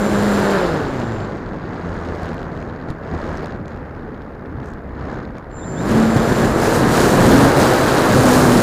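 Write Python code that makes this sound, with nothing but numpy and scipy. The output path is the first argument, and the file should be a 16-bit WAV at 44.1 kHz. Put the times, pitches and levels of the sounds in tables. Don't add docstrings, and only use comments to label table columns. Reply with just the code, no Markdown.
import sys
import numpy as np
from scipy import signal
from scipy.fft import rfft, irfft, next_fast_len
from scipy.io import wavfile
from scipy.ndimage import uniform_filter1d, map_coordinates

SR = 44100
rng = np.random.default_rng(int(sys.argv[2]) if len(sys.argv) > 2 else 0)


def master_out(mix):
    frames = np.transpose(np.atleast_2d(mix))
    ceiling = np.clip(frames, -1, 1)
    pcm = np.round(ceiling * 32767).astype(np.int16)
    wavfile.write(sys.argv[1], SR, pcm)


def volts(x):
    e = np.asarray(x, float) / 20
    return 10 ** e


N = 380141
CUT_S = 0.55

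# blade rate in Hz, levels in dB of blade tone, 2nd harmonic,
# 3rd harmonic, depth in dB of wash chopping.
BLADE_LAW = [(65.6, -42.5, -48, -61, 5), (81.4, -40.5, -40, -50, 4), (96, -39, -38, -48, -2),
             (121, -27.5, -31.5, -35.5, 2), (172, -31, -34, -35, 0), (213, -28, -33.5, -38, 5),
             (250, -29, -30.5, -36, 1.5)]


def unit(x):
    return x / np.sqrt(np.mean(x ** 2) + 1e-20)


def law(rows, control):
    x, *cols = np.transpose(rows)
    return [np.interp(control, x, c) for c in cols]


def curves(rows):
    return law(rows, np.arange(N) / SR)


def swells(rows):
    middle_s, half_s, *db = np.transpose(rows)
    t = np.arange(0, N / SR + 0.002, 0.001)
    shape = np.exp(-abs((t[:, None] - middle_s) / half_s) ** 2.4)
    return curves(np.column_stack([t, shape @ np.transpose(db)]))


def wobble(rate):
    return map_coordinates(rng.standard_normal(int(N * rate / SR) + 4), [np.arange(N) * rate / SR])


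def coloured(x, spectrum):
    m = next_fast_len(N + 8192)
    hz, db = np.transpose(spectrum)
    log_hz = np.log(np.fft.rfftfreq(m, 1 / SR) + 1)
    gain = volts(np.interp(log_hz, np.log(hz + 1), db, left=-120, right=-120))
    return irfft(rfft(x, m) * gain, m)[:N]


def patchy(depth_db):
    z = signal.stft(rng.standard_normal(N + 512), nperseg=512)[2]
    field = uniform_filter1d(rng.standard_normal(z.shape), size=6, axis=0)
    field = uniform_filter1d(field, size=8, axis=1)
    return signal.istft(z * volts(depth_db * unit(field)), nperseg=512)[1][:N]


def spool():
    middle_s, steepness_per_s = 5.743, 16.4
    return 1 / (1 + np.exp(steepness_per_s * (middle_s - np.arange(N) / SR)))


def throttle():
    open_s, ramp_s = 6.3, 0.092
    t = np.arange(N) / SR
    closing = 1 / (1 + np.exp((t - CUT_S) / ramp_s))
    opening = 1 / (1 + np.exp((open_s - t) / ramp_s))
    return closing + opening


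def blade_rate():
    # time in seconds, blade rate in Hz.
    powered = [(0, 204.3), (.5, 205), (5.8, 222.1), (6, 223.9), (6.22, 228), (6.6, 228.8), (7.28, 265.1),
               (7.48, 272), (7.85, 255.8), (8.15, 264.5), (8.34, 251), (8.62, 241.5)]
    # time in seconds, blade rate in Hz.
    windmill = [(1, 81), (1.45, 87), (1.9, 79), (2.6, 80.3), (3.4, 78), (4.2, 69.5), (4.6, 68), (5.2, 68),
                (5.5, 65)]
    soft_s, coast_s = 0.04, 0.4
    coasting_s = soft_s * np.logaddexp(0, (np.arange(N) / SR - CUT_S) / soft_s)
    driven = np.exp(-coasting_s / coast_s) + spool()
    return curves(windmill)[0] * (1 - driven) + curves(powered)[0] * driven


def blade_angle(blade_hz):
    return 2 * np.pi * np.cumsum(blade_hz * (1 + 0.00889 * wobble(25))) / SR


def propeller(blade_hz, angle):
    # middle in seconds, half length in seconds, blade tone lift in dB,
    # overtone lift in dB.
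    bites = [(.2, .42, 10, 3), (.1, .15, 0, 3), (.33, .07, 0, -12), (.45, .06, 0, 3), (.6, .11, 2, 10),
             (.77, .08, 0, 3), (1.03, .13, 2, 4), (1.6, .2, -6, -4), (1.85, .07, 0, 8), (2.1, .25, 8, 0),
             (3.15, .05, 6, 8), (3.32, .2, 8, 5), (3.9, .08, 3, -4), (4.25, .2, -4, -5), (5.4, .15, -4, -2),
             (4.6, .1, 2, 9), (4.98, .2, 8, 3), (5.72, .08, -5, -12), (6.05, .2, 12, -7), (6.21, .05, 3, 9),
             (7.1, .12, -2, -5), (7.38, .13, 16, 3), (8.26, .1, 2, 3), (8.45, .3, 13, 0)]
    bite_db, overtone_db = swells(bites)
    tone_db = np.array(law(BLADE_LAW, blade_hz)[:3]) + [bite_db, overtone_db, overtone_db]
    unsteady_db = np.clip(220 / blade_hz, 1, 3)
    tone = 0
    for k, db in enumerate(tone_db):
        harmonic_db = db + unsteady_db * np.clip(wobble(19), -3, 1)
        tone = tone + volts(harmonic_db) * np.cos((k + 1) * angle)
    shaft_db = -57.5 + 25.5 * (blade_hz / 250) ** 3
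    unbalance = volts(shaft_db + 1.5 * wobble(9)) * np.cos(angle / 2)
    return -np.sqrt(2) * (tone + unbalance)


def air(blade_hz):
    # time in seconds, flow in dB.
    flow = [(0, -22), (.46, -18), (.6, -18), (.81, -24), (1.27, -29), (1.61, -34), (3, -33.5), (3.7, -34),
            (4.3, -37), (5.5, -37.5), (5.76, -31.5), (5.91, -22.5), (6.3, -19), (6.75, -15), (7.1, -16),
            (7.4, -13.5), (7.9, -13), (8.6, -16.5)]
    # flow in dB, levels in dB of buffet, fizz, crackle.
    eddy_law = [(-39.5, -35, -68.5, -92), (-33, -28, -58, -76), (-26.5, -25.5, -44.5, -57),
                (-19.5, -23.5, -33.5, -50), (-12, -16.5, -25.5, -43)]
    # middle in seconds, half length in seconds, rumble lift in dB,
    # hiss lift in dB.
    gusts = [(2.05, 0.48, 3, 10), (2.24, .03, -1, 4), (2.6, .05, 1, 1), (2.9, .02, 6, 7),
             (2.98, .04, -7, -2.5), (3.3, 0.24, 4, 10.5), (3.14, 0.018, 7, 1.5), (7.02, 0.11, 1, 2.5),
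             (3.62, 0.051, 3, -6), (3.7, .02, -4, 4), (4.57, 0.15, 4.5, 0.5), (4.68, 0.073, -0.5, 5),
             (5.11, 0.15, 6, 12.5), (5.37, 0.027, 4, 6.5), (5.85, .25, 4, 3), (6.17, 0.011, 10, 3.5),
             (6.3, 0.028, 7.5, 0.5), (6.35, .02, -4, -1), (6.48, 0.088, 5, -1.5), (6.55, 0.059, -4, -2.5),
             (6.63, 0.013, 4, 0.5), (6.71, 0.045, -7, -1), (6.84, 0.058, 2, -3.5), (7.29, .18, 6, 1.2),
             (7.53, 0.044, -5.5, -3), (7.62, 0.036, 1.5, 1.5), (7.9, 0.2, -7, -1.5),
             (8.31, 0.071, -1.5, 1.5), (8.48, 0.27, 6, 3), (8.62, .015, -15, -2)]
    # middle in seconds, half length in seconds, crackle lift in dB.
    puffs = [
        (2.61, .06, 7),
        (3.35, .06, 0),
        (4.68, .06, 16),
        (5.15, 0.045, 1),
        (5.68, 0.16, 11),
        (6.75, 0.066, 1.5),
        (8.05, 0.27, 0),
    ]
    flow_db, = curves(flow)
    rumble_db, hiss_db = swells(gusts)
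    buffet_db, fizz_db, crackle_db = law(eddy_law, flow_db)
    flutter_db = 6 * np.clip((blade_hz - 201.5) / 9.9, 0, 1)
    buffet_db = buffet_db + rumble_db + flutter_db
    roar_db = flow_db + 0.15 * rumble_db + 0.46 * hiss_db
    crackle_db = crackle_db + 1.52 * hiss_db + flutter_db + swells(puffs)[0]
    crackle_db += 6 * throttle()
    return buffet_db, roar_db, fizz_db + hiss_db, crackle_db


def wash(blade_hz, angle, levels_db):
    # frequency in Hz, density in dB per Hz.
    buffet_spectrum = [(15, -36), (30, -7), (64, -10), (120, 1), (250, 0.5), (350, -5), (600, -20)]
    roar_spectrum = [(150, -41), (300, -1.5), (450, -0.5), (650, -4), (950, -7.5), (1650, -10.5),
                     (2000, -17.5), (2500, -28.5), (3500, -45)]
    fizz_spectrum = [(1500, -8), (2300, -1.5), (3450, -3.5), (4100, -3), (5100, -7.5), (6100, -17.5),
                     (6750, -11), (7400, -26), (8250, -30), (8900, -25.5), (9800, -45.5), (12000, -34),
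                     (15500, -50)]
    crackle_spectrum = [(2000, -41), (4000, -2.5), (7000, 0.5), (11000, -5.5), (15500, -11)]
    slow_spectrum = [(3000, -11), (6500, 8.5), (9100, -5), (10000, -14), (15500, -15)]
    # frequency in Hz, density in dB per Hz.
    sway_spectrum = [(12, -25), (28, -2.5), (60, -4.5), (95, -2), (160, -32)]
    buffet_db, roar_db, fizz_db, crackle_db = levels_db
    chop_db = law(BLADE_LAW, blade_hz)[-1] * np.cos(angle)
    gust = wobble(11)
    sparse = np.clip((-48 - crackle_db) / 20, 0, 1)

    buffet = unit(coloured(patchy(depth_db=0.97) * volts(1.3 * gust), buffet_spectrum))
    dip = np.clip(-buffet, -2.5, 2.5)
    roar_gain_db = 0.48 * chop_db + 0.19 * gust + 1.06 * dip
    roar = unit(coloured(patchy(depth_db=0.66) * volts(roar_gain_db), roar_spectrum))

    bunch_db = 0.8 * gust + 1.6 * dip
    ticks_db = (1 + 3.2 * sparse) * wobble(900)
    fizz_gain_db = 0.6 * chop_db + bunch_db + 1.15 * ticks_db
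    fizz = unit(coloured(patchy(depth_db=0.35) * volts(fizz_gain_db), fizz_spectrum))

    spike_db = 1.4 * chop_db + bunch_db + (1.6 + 2.4 * sparse) * wobble(900)
    spikes = rng.standard_normal(N) * volts(spike_db)
    crackle = (1 - sparse) * coloured(spikes, crackle_spectrum) + sparse * coloured(spikes, slow_spectrum)
    crackle /= np.sqrt(abs(uniform_filter1d(crackle ** 2, size=9000)))

    low = volts(buffet_db - 3.5) * buffet + volts(roar_db) * roar
    swing = volts(buffet_db) + volts(roar_db)
    low -= 0.05 * (low ** 2 / swing - swing / 2) * np.clip(2 - swing / 0.15, 0, 1)
    low += volts(0.5 * buffet_db - 22.5) * unit(coloured(patchy(depth_db=1.8), sway_spectrum))
    return low + volts(fizz_db - 0.2) * fizz + volts(crackle_db + 2.5 + 0.72 * sparse) * crackle


def drive(angle):
    # time in seconds, whistle level in dB.
    ripple = [(0, -43.5), (.5, -46), (.8, -58), (1.25, -57), (1.31, -100), (5.49, -100), (5.51, -62),
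              (5.57, -48), (5.67, -42.5), (5.88, -48), (6.3, -43), (7, -49), (7.3, -60), (8.62, -73)]
    # blade-rate multiple, level in dB.
    sidebands = [(1, -6), (2, -8), (7, -4), (21, -4), (42, -11)]
    # frequency in Hz, gain in dB.
    mount_path = [(3000, -6), (5200, 2), (7200, 0), (8200, -9), (12000, -9), (15000, -20)]
    # frequency in Hz, gain in dB.
    nose_path = [(2400, -17), (3200, -15), (3650, 5), (4100, -8), (5200, -26)]
    switch_hz = 7250
    whistle_db, = curves(ripple)
    power_share = spool()
    surge = 4 * power_share * (1 - power_share)
    side_db = whistle_db - 20 + 4 * surge
    whine_db = whistle_db - 23 + 23 * 1.7 * surge * power_share

    carrier = 2 * np.pi * switch_hz * np.arange(N) / SR + 0.48 * wobble(12)
    whistle = volts(whistle_db + 1.8 * wobble(27)) * np.sin(carrier)
    overtone = volts(np.minimum(whistle_db - 29, -85)) * np.sin(2 * carrier + 1.5 * wobble(40))
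    modulation = sum(volts(db + 4 * wobble(50)) * np.cos(k * angle + 2.2 * wobble(250))
                     for k, db in sidebands)
    sides = volts(side_db) * modulation * np.sin(carrier)
    commutation = np.sin(42 * angle + 1.5 * wobble(150))
    difference = np.sin(carrier - 42 * angle + 1.5 * wobble(150))
    crossing = volts(side_db + 1.5 + 3 * wobble(60)) * (commutation + difference)
    whine = volts(whine_db + 2 * wobble(60)) * np.sin(21 * angle + 0.7 * wobble(90))
    through_nose = coloured(volts(4) * crossing + whine, nose_path)
    return np.sqrt(2) * (whistle + overtone + coloured(sides, mount_path) + through_nose)


def input_hiss():
    return volts(-76) * coloured(rng.standard_normal(N), [(100, -2), (14300, 4), (15800, -8)])


def membrane_dips():
    # time in seconds, depth in dB, width in seconds.
    thumps = [
        (2.234, -16, .0016),
        (2.905, -14, .0026),
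        (3.018, -21, .0006),
        (3.154, -17, .0016),
        (6.562, -5, .0008),
    ]
    t = np.arange(N) / SR
    dips = 0
    for s, db, width_s in thumps:
        u = ((t - s) / width_s) ** 2
        dips = dips + volts(db) * (1 - u) * np.exp(-u)
    return -dips


def snaps(fizz_db):
    # time in seconds, peak in dB.
    sharp = [(2.0527, -40), (2.15, -33), (2.173, -35), (2.2109, -38), (2.231, -30), (2.2817, -34),
             (2.2887, -29), (2.3311, -34), (2.3426, -29), (2.3795, -36), (2.4156, -36), (2.5735, -39),
             (2.6254, -36), (2.6973, -45), (2.9023, -27), (3.3348, -35), (3.3722, -23), (3.4251, -39),
             (3.4371, -37), (3.458, -27), (3.6565, -37), (3.68, -30), (3.7623, -40), (4.4578, -44),
             (4.6015, -43), (4.7351, -36), (5.0719, -48), (5.3537, -54), (5.368, -48), (5.3822, -33)]
    # frequency in Hz, gain in dB.
    snap_spectra = [
        [(3500, -22), (5500, -1), (9500, -15), (11500, -25)],
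        [(1000, -14), (2200, 9), (4600, 2.5), (6500, -20)],
        [(8500, -20), (10500, -1), (13500, -2), (15600, -14)],
    ]
    chance = rng.random((110, 2))
    small_s = 0.75 + chance[:, 0] * (5.8 - 0.75)
    small_db = fizz_db[(small_s * SR).astype(int)] + 6 + 4 * (2 * chance[:, 1] - 1)
    more = [(2.9095, -33), (3.219, -40), (2.4293, -35)]
    start_s, peak_db = np.transpose([*zip(small_s, small_db), *sharp, *more])

    tint_db = rng.standard_normal((len(start_s), 2)) * [2.2, 3.5]
    lower_db = -0.55 * (peak_db + 45) - 2.5 + tint_db[:, 0]
    upper_db = -28 + tint_db[:, 1]
    band_db = np.column_stack([np.full(len(start_s), 9), lower_db + 16, upper_db + 21])

    t = np.arange(200) / SR
    envelope = volts(-60 * t / 0.0046) * (1 - np.exp(-t / 0.00057))
    bursts = rng.standard_normal((len(start_s), 3, len(t))) * envelope
    tracks = np.zeros((3, N))
    for s, db, tilt_db, burst in zip(start_s, peak_db, band_db, bursts):
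        start = round((s + 0.0008) * SR)
        tracks[:, start:start + len(t)] += volts(db + tilt_db[:, None]) * burst
    return sum(coloured(x, spectrum) for x, spectrum in zip(tracks, snap_spectra))


def scene():
    blade_hz = blade_rate()
    angle = blade_angle(blade_hz)
    levels_db = air(blade_hz)
    mix = propeller(blade_hz, angle) + wash(blade_hz, angle, levels_db) + drive(angle) + input_hiss()
    mix += snaps(levels_db[2]) + membrane_dips()
    return mix[None]


def top_cut(x):
    return signal.sosfilt(signal.butter(12, 15720, fs=SR, output="sos"), x)


def record(dry):
    top, knee = 0.71, 5
    return top_cut(dry / (1 + np.abs(dry / top) ** knee) ** (1 / knee))


dry = scene()
out = record(dry)
master_out(out)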